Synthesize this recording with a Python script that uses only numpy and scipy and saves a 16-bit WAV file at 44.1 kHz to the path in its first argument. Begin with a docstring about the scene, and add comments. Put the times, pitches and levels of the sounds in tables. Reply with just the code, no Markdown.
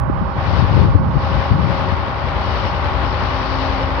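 """A concrete pump truck drones across an open building site, heard from the roadside.
Its six-cylinder diesel repeats the same clatter every cycle, a mixer truck idles beside it,
the hydraulics hum and concrete scrapes over ringing steel.
Gusts buffet the two microphone ports early on; the left side dips and dulls at times."""
import sys
import numpy as np
from scipy import signal
from scipy.fft import rfft, irfft
from scipy.io import wavfile
from scipy.ndimage import uniform_filter1d, map_coordinates

SR = 44100
rng = np.random.default_rng(int(sys.argv[2]) if len(sys.argv) > 2 else 0)


def bounce(signal):
    """Save signal as a 16-bit WAV file at the path given by the first command-line argument."""
    frames = np.transpose(np.atleast_2d(signal))
    limited = np.clip(frames, -1, 1)
    pcm = np.round(limited * 32767).astype(np.int16)
    wavfile.write(sys.argv[1], SR, pcm)


N = 176400

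CYCLE_HZ, CYLINDERS = 10.495, 6
# engine and gear tones: cycle_multiple, left_db, right_db
ENGINE_ORDERS = [(6, -30, -38), (10, -32, -41), (36, -36, -45), (60, -41, -43), (75, -37, -40),
                 (78, -42, -37), (93, -41, -39), (101, -40, -38), (103, -41, -40), (106, -40, -35),
                 (112, -44, -39), (136, -46, -44), (144, -42, -46)]
# left-right likeness: freq_hz, shared_fraction
COHERENCE = [(60, 0.76), (430, 0.88), (840, 0.68), (1600, 0.17), (5000, 0)]


def pump_diesel():
    """Governed engine: clatter and clean tones locked to one shaft."""
    cycles = turns(CYCLE_HZ * (1 + 0.000553 * walk(0.98) + 0.00057 * walk(12)))
    tones = sum(tone(round(order) * cycles, order * CYCLE_HZ, sides_db)
                for order, *sides_db in ENGINE_ORDERS)
    return clatter(cycles) + tones


def clatter(cycles):
    """Rattle comes round every cycle over a rush of fan and exhaust; firings pulse both."""
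    # machinery spectrum: freq_hz, left_db, right_db
    spectrum = [(40.3, -67, -73.5), (55.3, -35.5, -43), (79, -42, -55), (106, -43, -55), (145, -53, -54.5),
                (206, -53, -59), (337, -57, -64), (437, -58.5, -62.5), (537, -50.5, -53.5),
                (742, -53, -59.5), (795, -51, -48.5), (1192, -53.5, -54), (1575, -58, -63),
                (1870, -58, -68.5), (3066, -65, -80.5), (4150, -70.5, -95.5), (4980, -75.5, -98),
                (6200, -90.5, -108.3), (6570, -98.0, -115.2), (8540, -103, -114.7), (10400, -115.7, -117.4),
                (15000, -106.5, -111.5)]
    # part that repeats each cycle: freq_hz, power_fraction
    repeating = [(60, 0.11), (250, 0.45), (950, 0.72), (1800, 0.49), (3000, 0.27)]
    rattle = np.array([map_coordinates(side, [cycles % 1 * len(side)], mode="grid-wrap")
                       for side in rattle_cycle()])
    rush = rng.standard_normal((3, N)) * undb(1.28 * walk(7.2))
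    angle_rad = 2 * np.pi * cycles
    knock = 0.084 * (np.cos(CYLINDERS * angle_rad) + .5 * np.cos(2 * CYLINDERS * angle_rad))
    lope = 0.096 * np.cos(angle_rad)
    pulse = 1 + knock + lope
    share = np.clip(across(repeating, bins()), 0, 1)
    rattle_fft = undb(-1.5) * np.sqrt(share) * rfft(rattle * pulse)
    rush_fft = undb(-0.5) * np.sqrt(1 - share) * stereo_spectra(rush * pulse)
    colour = undb([across(spectrum, bins(), column) for column in (1, 2)])
    return irfft((rattle_fft + rush_fft) * colour * np.sqrt(SR / 2), N)


def rattle_cycle(size=4096, scatter_db=3.5):
    """One engine cycle of dense stereo rattle; partials scatter in level and direction."""
    hz = np.arange(size // 2 + 1) * CYCLE_HZ
    phase, offset, *levels = rng.standard_normal((4, len(hz)))
    coherence = np.clip(across(COHERENCE, hz), .01, 1)
    left_rad = 2 * np.pi * phase
    right_rad = left_rad + offset * np.sqrt(-2 * np.log(coherence))
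    partials = undb(scatter_db * np.array(levels)) * np.exp(1j * np.array([left_rad, right_rad]))
    partials[:, [round(row[0]) for row in ENGINE_ORDERS]] = 0  # these sound as clean tones
    rattle = irfft(partials, size)
    return rattle / rattle.std()


def mixer_diesel():
    """Low exhaust drone of the idling truck."""
    # exhaust tones: pitch_hz, left_db, right_db
    idle = [(53.2, -33.5, -37), (77.74, -26, -35), (80.4, -30.5, -35.5)]
    return sum(tone(turns(hz * (1 + 0.0051 * walk(1.3))), hz, sides_db) for hz, *sides_db in idle)


def hydraulics():
    """Pump hum with its octave; pitch sags and the hum swells under load."""
    # pump under varying load: time_s, pitch_hz, hum_gain_db, octave_gain_db
    pump = [(0, 274.2, -5.5, 2), (1.85, 270.7, -5.5, 3), (2.05, 280.9, -11, -5.5), (2.65, 277.6, -19, 1),
            (2.999, 271.6, -0.5, -8), (3.28, 263.2, -4.5, -8), (3.651, 270.3, 0, 0)]
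    time_s, pitch_hz, hum_gain_db, octave_gain_db = np.array(pump).T
    cycles = turns(curve(np.c_[time_s, pitch_hz]) * (1 + 0.0041 * walk(14)))
    hum = tone(cycles, pitch_hz.mean(), sides_db=(-29, -38))
    octave = tone(2 * cycles, 2 * pitch_hz.mean(), sides_db=(-34.5, -41.5))
    hum *= undb(curve(np.c_[time_s, hum_gain_db]))
    octave *= undb(curve(np.c_[time_s, octave_gain_db]))
    return hum + octave


def scrape():
    """Wet concrete slides over steel in surges: hiss, and modes that ring up fitfully."""
    # concrete surges: time_s, gain_db
    surges = [(1.8, -3), (2.05, -10), (2.37, -7), (2.45, -1.5), (2.66, 0.5), (2.74, -6), (2.98, -8.5),
              (3.06, -4), (3.68, 1), (3.9, -7)]
    # steel modes: freq_hz, level_db
    modes = [(2929, -42), (3801, -50), (4510, -47.5), (5230, -50)]
    hiss = undb(-35.5) * band(4125, sigma_hz=1010)
    ring = sum(undb(db + 3.5 * walk(12)) * band(hz, sigma_hz=34) for hz, db in modes)
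    pan = undb([[0], [-24]])
    return (hiss + ring) * undb(curve(surges)) * pan


def wind(gusts, column, window_samples=2200, turbulence_db=1.5):
    """Rumble on one port: even flow shaped by gusts and quick turbulence."""
    # wind spectrum: freq_hz, left_relative_db, right_relative_db
    spectrum = [(40, -23, -32), (54, -5, 3), (80, 5.5, 3.5), (110, 4.5, 0.5), (175, -2.5, -4),
                (253, -11, -13.5), (420, -20, -27.5), (3000, -82, -85)]
    colour = undb(across(spectrum, bins(), column))
    rumble = irfft(rfft(rng.standard_normal(N)) * colour, N)
    power = uniform_filter1d(uniform_filter1d(rumble ** 2, window_samples), window_samples)
    return rumble / np.sqrt(power) * undb(curve(gusts) + turbulence_db * walk(19))


def buffets():
    """Eddies slap the left port, each a short, ragged pressure swing."""
    # eddies: centre_s, level_db, pitch_hz, sigma_s
    eddies = [(0.1, -4.5, 252, 0.0017), (.22, -11, 185, 0.006), (0.633, -1.5, 102, 0.011),
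              (0.886, -2.5, 99, 0.0041), (0.954, 3.5, 98, 0.0063), (1.165, -3, 140, 0.008),
              (1.517, -3, 102, 0.0084), (1.923, -5.5, 87, 0.0057)]
    pressure = np.zeros(N)
    for centre_s, level_db, pitch_hz, sigma_s in eddies:
        t = np.arange(N) / SR - centre_s
        turbulence = 0.47 * walk(1.63 * pitch_hz)
        swing = np.cos(2 * np.pi * pitch_hz * t) + turbulence
        pressure += undb(level_db) * np.exp(-.5 * (t / sigma_s) ** 2) * swing
    return pressure


def left_dips(left, frame_samples=1024):
    """The left side sinks and dulls, the treble most."""
    # left treble: time_s, gain_db
    treble = [(0, -27), (.15, -18.5), (.36, -10.5), (.47, -0.1), (.6, 1.5), (.66, -3.5), (.8, -.5),
              (1.01, -15), (1.17, -8), (1.23, -1.5), (1.49, -1), (1.56, -6.5), (1.71, -0.5), (2.1, -1),
              (3.6, 1.15), (4, -1.9)]
    # dip depth: freq_hz, fraction_of_treble_db
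    depth = [(60, 0.71), (500, 0.86), (1000, 1)]
    hz, time_s, frames = signal.stft(left, SR, nperseg=frame_samples)
    gain_db = np.outer(across(depth, hz), np.interp(time_s, *np.array(treble).T))
    return signal.istft(frames * undb(gain_db), SR, nperseg=frame_samples)[1][:N]


def tone(cycles, hz, sides_db, fade_db=1.5):
    """Stereo tone fading in moving air; low coherence at hz widens the left-right phase gap."""
    gap_rad = np.arccos(np.clip(across(COHERENCE, hz), 0, 1)) * rng.choice([-1, 1])
    rms = undb(np.array(sides_db)[:, None] + fade_db * walk(2.1))
    angle_rad = 2 * np.pi * (cycles + rng.random())
    return np.sqrt(2) * rms * np.sin([angle_rad, angle_rad + gap_rad])


def stereo_spectra(three_signals):
    """Left and right spectra from one shared and two separate signals."""
    coherence = np.clip(across(COHERENCE, bins()), 0, 1)
    shared, *separate = rfft(three_signals)
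    return np.sqrt(coherence) * shared + np.sqrt(1 - coherence) * np.array(separate)


def band(centre_hz, sigma_hz):
    """Stereo noise in one resonance, rms 1."""
    shape = np.exp(-.5 * ((bins() - centre_hz) / sigma_hz) ** 2)
    noise = irfft(rfft(rng.standard_normal((2, N))) * shape, N)
    return noise / noise.std()


def walk(rate_hz):
    """Smooth random motion, rms 1."""
    motion = irfft(rfft(rng.standard_normal(N)) * np.exp(-.5 * (bins() / rate_hz) ** 2), N)
    return (motion - motion.mean()) / motion.std()


def turns(hz):
    """Cycles elapsed at a moving rate."""
    return np.cumsum(hz) / SR


def curve(rows):
    """Rows of time_s, value interpolated to every sample."""
    return np.interp(np.arange(N) / SR, *np.array(rows).T)


def across(rows, hz, column=1):
    """Table column interpolated over log frequency."""
    rows = np.array(rows)
    return np.interp(np.log(hz + 1e-3), np.log(rows[:, 0]), rows[:, column])


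def bins():
    """FFT bin frequencies in Hz."""
    return np.fft.rfftfreq(N, 1 / SR)


def undb(db):
    """Decibels to gain."""
    return 10 ** (np.asarray(db) / 20)


def scene():
    """The trucks, with wind on both ports."""
    # gusts on the left port: time_s, level_db
    left_gusts = [(0, -18), (.3, -23.5), (.43, -19), (.55, -11), (.68, -14.5), (.75, -7.5), (.85, -7.5),
                  (.92, -16), (1.02, -14), (1.22, -20.5), (1.37, -15), (1.47, -21.5), (1.52, -13),
                  (1.68, -12), (1.78, -18), (2.05, -23), (2.9, -25), (4, -29)]
    # gusts on the right port: time_s, relative_db
    right_gusts = [(0, -14.5), (.2, -17.5), (.42, -30.5), (1.0, -10.5), (1.22, -24.5), (1.47, -29.5),
                   (1.55, -13.5), (1.72, -34)]
    left, right = pump_diesel() + mixer_diesel() + hydraulics() + scrape()
    left = left_dips(left) + wind(left_gusts, column=1) + buffets()
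    right = right + undb(-2.5) * wind(right_gusts, column=2)
    return np.array([left, right])


def record(dry, low_cut_hz=40, top_hz=15700, knee=12, hiss_db=-82):
    """Recorder: drops the deepest rumble, rounds peaks, adds faint hiss, cuts the top."""
    dry = signal.sosfilt(signal.butter(4, low_cut_hz, "high", fs=SR, output="sos"), dry)
    rounded = dry / (1 + np.abs(dry) ** knee) ** (1 / knee)
    distortion = signal.sosfiltfilt(signal.butter(3, 3500, fs=SR, output="sos"), rounded - dry)
    hiss = undb(hiss_db) * rng.standard_normal(dry.shape)
    top_cut = signal.ellip(10, .1, 80, top_hz, fs=SR, output="sos")
    return signal.sosfilt(top_cut, dry + distortion + hiss)


dry = scene()
out = record(dry)
bounce(out)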